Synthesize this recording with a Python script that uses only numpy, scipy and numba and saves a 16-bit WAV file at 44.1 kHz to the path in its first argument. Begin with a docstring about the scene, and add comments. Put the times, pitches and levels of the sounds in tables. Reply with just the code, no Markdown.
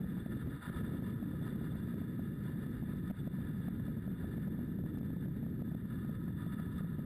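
"""Low, gusty wind rumble over a rush of air and road, heard from a small camera on a motorcycle.
The pace along the mountain road is steady; the airstream buries the engine. Turbulence buffets the
microphone and the rush rings the cavities of the housing, with a breathy whistle and dry crackles.
The camera ducks after hard gusts, clips them flat and holds each slow sample, adding a glassy fizz."""
import sys
import numpy as np
from scipy import signal
from scipy.fft import rfft, irfft
from scipy.io import wavfile
from scipy.ndimage import uniform_filter1d
from numba import njit

SR = 44100
rng = np.random.default_rng(int(sys.argv[2]) if len(sys.argv) > 2 else 0)


def log_audio(samples):
    """Write samples as a 16-bit WAV file to the path given in sys.argv[1]."""
    # one column per channel
    frames = np.atleast_2d(samples).T
    # limit to full scale, then quantise
    limited = np.clip(frames, -1, 1)
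    pcm = np.round(limited * 32767).astype(np.int16)
    wavfile.write(sys.argv[1], SR, pcm)


N = 310905
TIME_S = np.arange(N) / SR
BIN_HZ = np.maximum(np.arange(N // 2 + 1) * SR / N, 1)


def undb(db):
    """Decibels to gain."""
    return 10 ** (np.asarray(db) / 20)


def unit_rms(x):
    """Scale to rms 1."""
    return x / np.sqrt(np.mean(x ** 2))


def curve(rows):
    """One value per sample from (time [s], value) rows."""
    return np.interp(TIME_S, *np.transpose(rows))


def bell(centre_s, half_s):
    """Gaussian bump of height 1."""
    return np.exp(-np.minimum(((TIME_S - centre_s) / half_s) ** 2, 20))


def colour(rows):
    """Gain per bin from (frequency [Hz], level [dB]) rows."""
    hz, db = np.transpose(rows)
    return undb(np.interp(np.log(BIN_HZ), np.log(hz), db))


def resonance(hz, width_hz):
    """Gain per bin of a steep-skirted resonance."""
    return 1 / (1 + ((BIN_HZ / hz - hz / BIN_HZ) * hz / width_hz) ** 2)


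def noise(gain):
    """Noise of rms 1, shaped by a gain per bin."""
    return unit_rms(irfft(gain * rfft(rng.standard_normal(N)), N))


WIND_DB = -39
# Lulls in the airstream: (centre [s], half length [s], depth [dB])
WIND_LULLS = [(0.256, 0.022, 13.5), (0.403, 0.018, 6), (0.625, 0.071, 13), (0.729, 0.014, 7),
              (3.165, 0.017, 10), (4.015, 0.023, 5), (4.164, 0.024, 5), (5.798, 0.039, 5),
              (5.882, 0.024, 4)]


def airstream_db():
    """Steady wind pressure, dipping where the airstream briefly lets go of the microphone."""
    return WIND_DB - sum(db * bell(centre_s, half_s) for centre_s, half_s, db in WIND_LULLS)


# Eddy pressure spectrum: (frequency [Hz], relative density [dB])
EDDY_SPECTRUM = [(15, -27), (30, -21), (50, -12), (80, -6), (120, -2.5), (170, 0.5), (230, -3),
                 (310, -10.5), (400, -18.5), (520, -27), (750, -46.5), (1500, -66.5)]
# Eddy mix along the road: (time [s], large-eddy gain [dB], small-eddy gain [dB])
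EDDY_MIX = [(0, -2, -1), (.7, 8.5, 6.5), (1.2, -0.5, 1.5), (1.8, 0.5, 2), (2.3, -5.5, -0.5), (3, 2.5, -2),
            (3.7, 1, -2.5), (4.4, 2.5, 1.5), (5.2, -1.5, 0), (5.8, 1, 1), (6.3, -1.5, -4), (7.05, 0.5, -2)]


def buffeting(level_db, swirl_db=1.0, swirl_hz=14, evenness=0.55, eddy_s=0.049, large_hz=85, small_hz=290):
    """Eddies rumble on the microphone: large ones boom, small ones flap."""
    spectrum = colour(EDDY_SPECTRUM) * rfft(rng.standard_normal(N))
    large = irfft(spectrum / (1 + (BIN_HZ / large_hz) ** 4), N)
    small = irfft(spectrum / (1 + (small_hz / BIN_HZ) ** 4), N)
    middle = irfft(spectrum, N) - large - small
    times_s, large_db, small_db = np.transpose(EDDY_MIX)
    large *= undb(np.interp(TIME_S, times_s, large_db))
    small *= undb(np.interp(TIME_S, times_s, small_db))
    rumble = unit_rms(large + middle + small)
    # A steady airstream feeds the eddies evenly, so their power strays little.
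    power = uniform_filter1d(rumble ** 2, int(eddy_s * SR) + 1)
    rumble = unit_rms(rumble / np.maximum(power, 1e-6) ** (evenness / 2))
    return rumble * undb(level_db + swirl_db * noise(resonance(swirl_hz, 2 * swirl_hz)))


# Rush of air and road: (time [s], level [dB])
RUSH_LEVEL = [(0.0, -63.5), (0.5, -60.0), (0.68, -57.5), (0.9, -59.5), (1.25, -63.5), (1.5, -60.5),
              (2.0, -62), (2.28, -64.5), (2.47, -62.0), (3.65, -62.5), (3.95, -65.5), (4.3, -61.5),
              (4.65, -66.0), (5.78, -66.5), (5.96, -62.0), (6.27, -65), (6.5, -61.5), (7.05, -64.5)]
# Short swells of the rush: (centre [s], half length [s], gain [dB])
WHOOSHES = [(0.67, 0.035, 7), (0.79, .02, 4), (1.07, 0.013, 4.5), (1.49, 0.026, 4), (2.46, 0.034, 3),
            (3.075, 0.022, 3), (3.66, 0.023, 3.5), (3.87, 0.026, 5), (4.22, 0.013, 4.5), (6.43, 0.018, 4.5),
            (6.535, .012, 5), (6.591, 0.019, 4), (6.72, .014, 6), (6.79, 0.025, 4.5)]


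def rush_level_db(waver_db=1.5, waver_hz=6):
    """The rush swells along the road, wavers, and rises at each whoosh."""
    whoosh_db = sum(db * bell(centre_s, half_s) for centre_s, half_s, db in WHOOSHES)
    return curve(RUSH_LEVEL) + whoosh_db + waver_db * noise(resonance(waver_hz, 2 * waver_hz))


# Housing cavities and panels: (frequency [Hz], width [Hz], relative level [dB])
HOUSING_MODES = [(990, 97, -1), (1264.6, 108, 4), (1424, 55, 2), (1440, 69, -9), (1738, 129, 5),
                 (1836, 220, -6), (2822, 146, -12), (3197, 115, -14.5), (3780, 330, -17),
                 (4340, 220, -21.5), (4545, 120, -20.5), (4830, 120, -21.5)]
# Cavity ring, stronger as the air blows squarely across the housing: (time [s], gain [dB])
CAVITY_RING = [(0, -1), (.7, 2), (1.6, 1), (2.2, 0.5), (3.6, 0), (4.4, 0), (5.4, -1), (6, 2), (6.6, 3),
               (7.05, 2)]
# Broad rush under the modes: (frequency [Hz], relative density [dB])
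RUSH_SPECTRUM = [(300, -24.5), (600, -9.5), (850, -9.5), (1120, -26), (1600, -3), (2250, -15.5),
                 (2600, -25), (3050, -35.5), (3700, -15.5), (4200, -35.5), (5000, -35.5), (6000, -43.5)]


def rush(level_db, broad_db=-4.0, housing_db=-1, flutter_db=0.5, flutter_hz=14,
         grain_db=0.77, grain_hz=60, cavity_top_hz=1470):
    """Air and road noise ring the housing; the wake of the fairing makes the ring flutter."""
    ring_db = curve(CAVITY_RING)
    mode_power = np.array([(undb(db) * resonance(hz, width)) ** 2 for hz, width, db in HOUSING_MODES])
    is_cavity = np.array(HOUSING_MODES)[:, 0] < cavity_top_hz
    cavity_gain = np.sqrt(mode_power[is_cavity].sum() / mode_power.sum())
    cavities = cavity_gain * noise(np.sqrt(mode_power[is_cavity].sum(axis=0))) * undb(ring_db)
    panels = np.sqrt(1 - cavity_gain ** 2) * noise(np.sqrt(mode_power[~is_cavity].sum(axis=0)))
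    wake_db = flutter_db * noise(resonance(flutter_hz, flutter_hz))
    roughness_db = grain_db * noise(resonance(grain_hz, 2 * grain_hz))
    housing = (cavities + panels) * undb(housing_db + wake_db)
    broad = noise(colour(RUSH_SPECTRUM)) * undb(broad_db - ring_db + wake_db / 2)
    return (housing + broad) * undb(level_db + roughness_db)


def whistle(level_db, centre_hz=3512, width_hz=150, surge_db=2.0, surge_hz=14):
    """Air over a narrow gap in the housing: a breathy band in short surges."""
    band = noise(resonance(centre_hz, width_hz))
    return band * undb(level_db + surge_db * noise(resonance(surge_hz, surge_hz)))


def light_gust_rows(wind_db, rate_per_s=2.0, strength_db=-57, scatter_db=1.0, count=80):
    """Random light gusts, rarer in lulls: (onset [s], strength [dB])."""
    gap, weakness, chance = rng.uniform(size=(count, 3)).T
    onsets_s = np.cumsum(0.5 + gap) / rate_per_s
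    odds = np.interp(onsets_s, TIME_S, undb(wind_db - WIND_DB) ** 2, right=0)
    return np.c_[onsets_s, strength_db - scatter_db * (2 * weakness - 1)][chance < odds]


# Hardest gusts on the microphone: (onset [s], strength [dB])
HARD_GUSTS = [(0.043, -52.5), (0.263, -45), (0.475, -48.5), (0.7, -45), (0.813, -49), (0.949, -50.5),
              (1.414, -53), (1.942, -47), (2.194, -50), (2.937, -48), (3.111, -39.5), (3.276, -40.5),
              (3.685, -45.5), (3.884, -51.5), (4.079, -49.5), (4.244, -46.5), (4.48, -48), (4.591, -50.5),
              (4.789, -51.5), (4.839, -53.5), (5.012, -50.5), (5.258, -52), (5.429, -54), (5.465, -49.5),
              (5.621, -43.5), (5.75, -47), (6.095, -46.5), (6.28, -55.5), (6.465, -53), (6.599, -53),
              (6.809, -47.5), (6.845, -50)]


def gusts(rumble, wind_db, ring_hz=184, pitch_scatter=0.148, half_s=0.0034, rise_s=0.001,
          peak_db=-26.5, contrast=0.51):
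    """Each gust, hard or light, displaces the rumble with a lopsided push and pull at its own pitch."""
    rows = np.vstack([HARD_GUSTS, light_gust_rows(wind_db)])
    mean_db = np.mean(np.array(HARD_GUSTS)[:, 1])
    shapes = rng.uniform(-0.937, 1, size=(100, 2))
    wind = rumble.copy()
    for (onset_s, db), (pitch, lean) in zip(rows, shapes):
        near = abs(TIME_S - onset_s - rise_s) < 5 * half_s
        offset_s = TIME_S[near] - onset_s - rise_s
        hz = ring_hz * np.exp(pitch_scatter * pitch)
        gain = undb(peak_db + contrast * (db - mean_db))
        slap = gain * np.sin(2 * np.pi * hz * offset_s + np.pi * lean)
        blend = np.exp(-(offset_s / half_s) ** 2)
        wind[near] += blend * (slap - wind[near])
    return wind


# Sharpest crackles in the wind: (time [s], level before gain [dB])
SHARP_CRACKLES = [(0.2643, -78), (0.4748, -73), (0.6988, -77), (0.7891, -74), (0.9697, -75), (1.1044, -74),
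                  (1.9435, -71), (2.4399, -71), (2.7157, -73), (3.1074, -71), (4.4777, -72), (4.9871, -67),
                  (5.7503, -77), (6.7845, -71)]


def crackles(gain_db=3.0, decay_s=0.0028, centre_hz=2300, width_hz=6000, faint_db=-81, faint_count=90):
    """Dry broadband bursts of a few milliseconds; faint ones fall at random among the sharp ones."""
    faint = [(time_s, faint_db) for time_s in rng.uniform(0, N / SR, faint_count)]
    envelope = np.zeros(N)
    for time_s, db in list(SHARP_CRACKLES) + faint:
        near = abs(TIME_S - time_s) < 10 * decay_s
        envelope[near] += undb(db + gain_db) * np.exp(-abs(TIME_S[near] - time_s) / decay_s)
    return envelope * noise(resonance(centre_hz, width_hz))


def scene(rush_gain_db=0.24, whistle_gain_db=-12.0):
    """All sources meet at one microphone; the whistle follows the level of the rush."""
    wind_db, air_db = airstream_db(), rush_level_db()
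    wind = gusts(buffeting(wind_db), wind_db)
    air = rush(air_db + rush_gain_db) + whistle(air_db + whistle_gain_db)
    pressure = wind + air + crackles()
    return np.array([pressure, pressure])


@njit
def follow_peak(x, attack, release):
    """One-pole follower with separate rise and fall rates."""
    envelope, level = np.empty(len(x)), 0.
    for i in range(len(x)):
        level += (x[i] - level) * (attack if x[i] > level else release)
        envelope[i] = level
    return envelope


def gain_control(x, threshold_db=-32, attack_s=0.0016, release_s=0.055):
    """Ducks after a peak, too late to catch the peak itself."""
    peak = follow_peak(abs(x), 1 / (attack_s * SR), 1 / (release_s * SR))
    return x * np.minimum(1, undb(threshold_db) / (peak + 1e-9))


def sample_hold(x, hold_hz=12000, repeats=4):
    """A slow converter holds each sample, mirroring the sound around the hold rate as fizz."""
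    slow = signal.resample_poly(x, hold_hz, SR, padtype="edge")
    return signal.resample_poly(np.repeat(slow, repeats), SR, repeats * hold_hz, padtype="edge")[:N]


# Stereo width: (frequency [Hz], side minus mid [dB])
STEREO_WIDTH = [(30, -32.5), (70, -43.5), (140, -71.5), (280, -45.5), (550, -22.5), (2000, -23.5),
                (4000, -23), (12000, -20.5)]


def widen(mid, flicker_hz=20):
    """The left-right balance flickers faintly, mostly in the treble."""
    flicker = noise(resonance(flicker_hz, flicker_hz))
    side = irfft(colour(STEREO_WIDTH) * rfft(mid * flicker), N)
    return np.array([mid + side, mid - side])


def record(dry, clip_level=0.0248, cutoff_hz=15250):
    """Camera chain: gain control, clipping, sample hold, stereo flicker, low-pass."""
    clipped = np.clip(gain_control(dry.mean(axis=0)), -clip_level, clip_level)
    held = sample_hold(clipped)
    edge_fade = signal.windows.tukey(N, 0.0005)
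    lowpass = signal.ellip(12, 0.1, 80, cutoff_hz, fs=SR, output="sos")
    return signal.sosfilt(lowpass, widen(held * edge_fade))


dry = scene()
out = record(dry)
log_audio(out)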